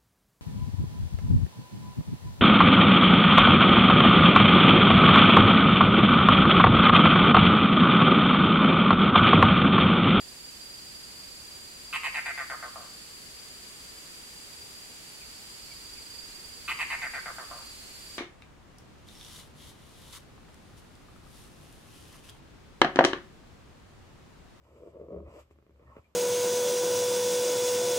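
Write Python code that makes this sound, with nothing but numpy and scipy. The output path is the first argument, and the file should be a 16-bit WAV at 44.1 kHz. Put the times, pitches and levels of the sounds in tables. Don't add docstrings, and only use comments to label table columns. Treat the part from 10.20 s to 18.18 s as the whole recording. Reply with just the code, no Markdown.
import sys
import numpy as np
from scipy import signal
from scipy.fft import rfft, irfft
from scipy.io import wavfile

SR = 44100
rng = np.random.default_rng(int(sys.argv[2]) if len(sys.argv) > 2 else 0)


def wrap_up_sound(samples):
    columns = np.atleast_2d(samples).T
    tamed = np.clip(columns, -1, 1)
    steps = np.round(tamed * 32767).astype(np.int16)
    wavfile.write(sys.argv[1], SR, steps)


N = 351918
TIME, FREQS = np.arange(N) / SR, np.fft.rfftfreq(N, 1 / SR) + 1e-3
SIDES = np.array([[1], [-1]])


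def undb(db):
    return 10 ** (np.asarray(db) / 20)


def unit(x):
    return x / np.sqrt(np.mean(x ** 2))


def resonance(f, hz, width_hz):
    return 1 / (1 + 1j * (f ** 2 - hz ** 2) / (f * width_hz))


def noise(gain):
    return irfft(rfft(rng.standard_normal((2, N))) * gain, N)


def wander(rate_hz):
    knots = rng.standard_normal(400)
    return 1.127 * np.interp(TIME * rate_hz, np.arange(len(knots)), knots)


def swell(middle_s, length_s):
    return np.exp(-(2 * (TIME - middle_s) / length_s) ** 4)


def place(starts, sounds):
    out = np.zeros(N + SR)
    for s, sound in zip(starts, sounds):
        out[int(s * SR):int(s * SR) + len(sound)] += sound
    return out[:N]


# frequency_hz, density_db, pan_db, left_right_correlation
AIR_SPECTRUM = [(20, -89.2, 0.0, 0.66), (55, -78.6, 1.3, 0.81), (100, -83.2, 2.0, 0.33),
                (190, -83.3, 1.4, 0.48), (420, -84.7, 1.7, 0.26), (650, -89.3, 1.4, 0.13),
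                (1300, -89.4, -0.8, 0.02), (2500, -86.8, -1.6, -0.18), (3800, -88.1, -1.3, -0.11),
                (5700, -90.2, -1.5, 0.06), (6600, -88.8, -1.8, 0.01), (7200, -84.8, -1.2, 0.02),
                (8600, -88.9, -3.8, 0.03), (11000, -92.1, -5.6, -0.0), (15300, -102.0, -5.5, 0.03)]


def forest_air(murmur_edge_hz=45, chorus_db=-65.5, flicker_db=2):
    hz, *columns = np.transpose(AIR_SPECTRUM)
    db, pan_db, correlation = (np.interp(np.log(FREQS), np.log(hz), c) for c in columns)
    mid, side = rfft(rng.standard_normal((2, N))) * np.sqrt((1 + SIDES * correlation) / 2)
    air = (mid + SIDES * side) * undb(db + SIDES * pan_db / 2) * np.sqrt(SR / 2)
    low = 1 / (1 + (FREQS / murmur_edge_hz) ** 2)
    hiss = irfft(air * (1 - low), N)
    murmur = irfft(air * low, N) * undb(-1 + 7.2 * swell(middle_s=7.1, length_s=3.5))
    chorus = unit(noise(resonance(FREQS, 7180, 470) ** 2 + .12 * resonance(FREQS, 7870, 400) ** 2))
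    return hiss + murmur + chorus * undb(chorus_db + flicker_db * (wander(3.4) + wander(4.2)))


# time_s, level_db
DRONE_LEVELS = [(0.0, -51.5), (0.11, -56), (0.51, -52), (3.53, -57), (4.67, -55), (4.85, -62), (6.05, -51),
                (6.07, -54), (7.47, -54.5), (7.67, -58.5), (7.98, -53)]
# time_s, pan_db
DRONE_BALANCE = [(0.0, -4), (3.56, 3), (6.22, -5.5), (6.6, 2), (6.65, -1), (7.98, -2.5)]
# pitch_hz, half_width_hz, relative_db
BODY_MODES = [(4757, 46, 0), (4245, 60, -14), (5280, 70, -17)]


def droning_insects(throb_hz=24.1, throb_depth=.3):
    db, pan_db = (np.interp(TIME, *np.transpose(curve)) for curve in (DRONE_LEVELS, DRONE_BALANCE))
    body = sum(undb(mode_db) * unit(abs(resonance(FREQS, hz, 2 * half_width)) ** 3)
               for hz, half_width, mode_db in BODY_MODES)
    ring = unit(noise(body))
    ring /= np.sqrt(abs(signal.hilbert(ring)) + .4)
    throb = np.sin(2 * np.pi * np.cumsum(throb_hz * (1 + .0315 * wander(2.17))) / SR)
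    song = ring * (1 + throb_depth * np.array([[.5], [1]]) * throb)
    return song / np.mean(abs(song.mean(axis=0))) * undb(db + SIDES * pan_db / 2)


# pitch_hz, relative_db
BUZZ_COMB = [(4215, -70), (4344, -67), (4479, -62), (4608, -64), (4743, -61), (4872, -65), (5001, -67),
             (5136, -65)]
# middle_s, length_s, level_db
BUZZ_RISES = [(3.3, 1.3, -66.5), (5.27, 1.0, -55)]


def buzzing_insect(rest_db=-66, waver=.001265, pan_db=-2):
    clock = np.cumsum(1 + waver * np.array([wander(25), wander(25)]), axis=1) / SR
    lines = sum(undb(db + 2 * wander(4.7)) * np.sin(2 * np.pi * (hz * clock + rng.random((2, 1))))
                for hz, db in BUZZ_COMB)
    loudness = undb(rest_db) + sum(undb(db) * swell(s, length) for s, length, db in BUZZ_RISES)
    return unit(lines) * loudness * undb(SIDES * pan_db / 2)


# harmonic, relative_db
SYRINX_PARTIALS = [(1, -6.5), (2, -11), (3, -6), (4, 0), (5, -26)]


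def syrinx(t, length_s, rate_hz, tone_hz, onset_db, fade_db, burst_s=.00474, jitter_s=.000203):
    beats = np.arange(16)[:, None] / rate_hz
    late, loud, sharp, wide = rng.standard_normal((len(beats), 4)).T[:, :, None]
    start = .0001 + beats * (1 + 1.357 * beats) + jitter_s * late
    progress = start / length_s
    hz = tone_hz * (1 + .268 * (.5 - progress) + .059 * sharp)
    age = np.clip((t - start) / (burst_s * np.exp(.14 * wide)), 0, 1)
    size = undb(onset_db * np.exp(-start / .011) + fade_db * progress ** 2 + .6 * loud)
    within_note = np.clip((length_s - start) * rate_hz, 0, 1)
    opening = size * within_note * np.sin(np.pi * age ** .63)
    phase = 2 * np.pi * hz * (t - start) * (1 + .26 * (2 / 3 - age))
    tone = sum(undb(db) * opening * np.sin(k * phase) for k, db in SYRINX_PARTIALS).sum(axis=0)
    overtones = sum(opening * np.sin(k * phase + k * k) for k in range(7, 13)).sum(axis=0)
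    gate = opening.sum(axis=0)
    rasp = undb(-10) * gate * rng.standard_normal(len(t))
    return tone + rasp, unit(overtones) * np.sqrt(np.mean(gate ** 2)), gate


# pitch_hz, width_hz, relative_db
AIRWAY_MODES = [(1280, 380, -7), (2060, 480, -2)]


def note(length_s, rate_hz, tone_hz, throat_hz, onset_db, fade_db, throat_width_hz=1170):
    t = np.arange(SR // 7) / SR
    f = np.fft.rfftfreq(len(t), 1 / SR) + 1e-3
    tone, overtones, gate = syrinx(t, length_s, rate_hz, tone_hz, onset_db, fade_db)
    source = rfft(tone)
    for hz, width_hz, db in AIRWAY_MODES:
        source *= 1 + undb(db) * resonance(f, hz, width_hz)
    leak = undb(-12.5) * resonance(f, 850, 920)
    glide = 2 * np.clip(t / length_s, 0, 1) ** .8
    voice = np.zeros(len(t))
    for k, centre_hz in enumerate(np.linspace(*throat_hz, 3)):
        throat = resonance(f, centre_hz, throat_width_hz) ** 2 - leak
        steep_edge = 1 / np.sqrt(1 + (f / (1.115 * centre_hz)) ** 10)
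        voice += unit(irfft(source * throat * steep_edge, len(t))) * np.clip(1 - abs(glide - k), 0, 1)
    spill = unit(irfft(source * resonance(f, 3630, 1060) ** 2, len(t)))
    voice += undb(-20) * min(tone_hz / 800, 1) ** 2 * spill
    voice *= np.sqrt(np.sum(gate ** 2) / np.sum(voice ** 2))
    bright_bands = resonance(f, 8300, 2600) ** 2 + undb(-3.5) * resonance(f, 10600, 3600) ** 2
    sizzle = irfft(rfft(overtones) * bright_bands, len(t))
    return voice + undb(-15.5) * (tone_hz / 720) ** 2 * sizzle


def by_effort(slack, full, effort, bend=1):
    return slack + (full - slack) * max(effort, 0) ** bend


def rattle(start_s, gap_s, growth_s, level_db, fade_db, fade_bend, effort_sag=.27, last_note_s=.12):
    starts, notes = [], []
    for k, effort in enumerate(np.linspace(1, 0, 8)):
        sound = note(length_s=by_effort(.066, .047, effort) if effort > 0 else last_note_s,
                     rate_hz=by_effort(132, 172, effort),
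                     tone_hz=by_effort(630, 1127, effort, bend=1.86),
                     throat_hz=[by_effort(1137, 2797, e, bend=.72) for e in (effort, effort - effort_sag)],
                     onset_db=by_effort(7, -6, effort), fade_db=by_effort(-9, -6, effort))
        starts.append(start_s + k * gap_s + growth_s * k * (k - 1) / 2)
        notes.append(sound * undb(level_db + fade_db * (1 - effort) ** fade_bend))
    return place(starts, notes)


def scatter(x, t60_s, build_s):
    t = np.arange(SR) / SR
    echoes = rng.standard_normal((2, SR)) * undb(-60 * t / t60_s) * (1 - np.exp(-(t / build_s) ** 2))
    echoes /= np.sqrt(np.sum(echoes ** 2, axis=1, keepdims=True))
    return signal.oaconvolve(x[None], echoes, axes=1)[:, :N]


# start_s, first_gap_s, gap_growth_s, level_db, fade_db, fade_bend (1 is even)
BRANCH_CALLS = [(1.727, .1060, .0042, -26, -18.5, 2.18), (6.478, .110, .003, -26, -18.5, 1.8)]
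# left_delay_s, left_db, right_delay_s, right_db
NEAR_ECHOES = [(0.00248, -14, 0.00164, -18), (0.00272, -12, 0.00578, -12), (0.004, -16, 0.00652, -18),
               (0.00582, -14, 0.00748, -18), (0.00654, -14, 0.00904, -18), (0.00742, -18, 0.01364, -16)]


def bee_eater(left_lag_s=.00005, leaves_db=1, trunks_db=-4.5):
    call = sum(rattle(*row) for row in BRANCH_CALLS)
    spectrum = rfft(call)
    pan_db = np.interp(FREQS, [1300, 2400], [2.6, -1.5])
    lag = np.exp(-1j * np.pi * FREQS * left_lag_s * SIDES)
    direct = irfft(spectrum * undb(SIDES * pan_db / 2) * lag, N)
    near = sum(np.array([undb(db) * np.roll(call, round(s * SR)) for s, db in (row[:2], row[2:])])
               for row in NEAR_ECHOES)
    leaves = scatter(irfft(spectrum * resonance(FREQS, 2000, 3200), N), t60_s=.12, build_s=.0012)
    trunks = scatter(irfft(spectrum * resonance(FREQS, 2030, 3100), N), t60_s=.49, build_s=.047)
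    return direct + near + undb(leaves_db) * leaves + undb(trunks_db) * trunks


# middle_s, length_s, pitch_hz, level_db
INSECT_WHINES = [(2.7, 1.1, 4472, -57), (7.6, 0.69, 4250, -55.5)]


def whining_insects(waver=.00089):
    whines = np.zeros((2, N))
    for middle_s, length_s, hz, db in INSECT_WHINES:
        cycles = hz * np.cumsum(1 + waver * wander(22)) / SR + rng.random((2, 1))
        whines += undb(db) * swell(middle_s, length_s) * np.sin(2 * np.pi * cycles)
    return whines


# start_s, pitch_hz, relative_db, fall_share (of the pitch)
FAR_CHIPS = [(4.99, 2400, -52.5, .4), (5.485, 2270, -51.5, 0.087), (5.74, 2400, -53, 0.44)]


def far_bird(length_s=.045):
    t = np.arange(int(length_s * SR)) / SR
    starts, chips = [], []
    for start_s, hz, db, fall in FAR_CHIPS:
        phase = 2 * np.pi * hz * t * (1 + fall * (1 - t / length_s) / 2)
        starts.append(start_s)
        chips.append(undb(db) * np.hanning(len(t)) * np.sin(phase))
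    return 2 * scatter(place(starts, chips), t60_s=.14, build_s=.005)


def scene():
    birds = bee_eater() + far_bird()
    insects = droning_insects() + buzzing_insect() + whining_insects()
    return birds + insects + forest_air()


def record(dry, top_hz=15750):
    return signal.sosfilt(signal.ellip(12, .1, 70, top_hz, fs=SR, output="sos"), dry)


dry = scene()
out = record(dry)
wrap_up_sound(out)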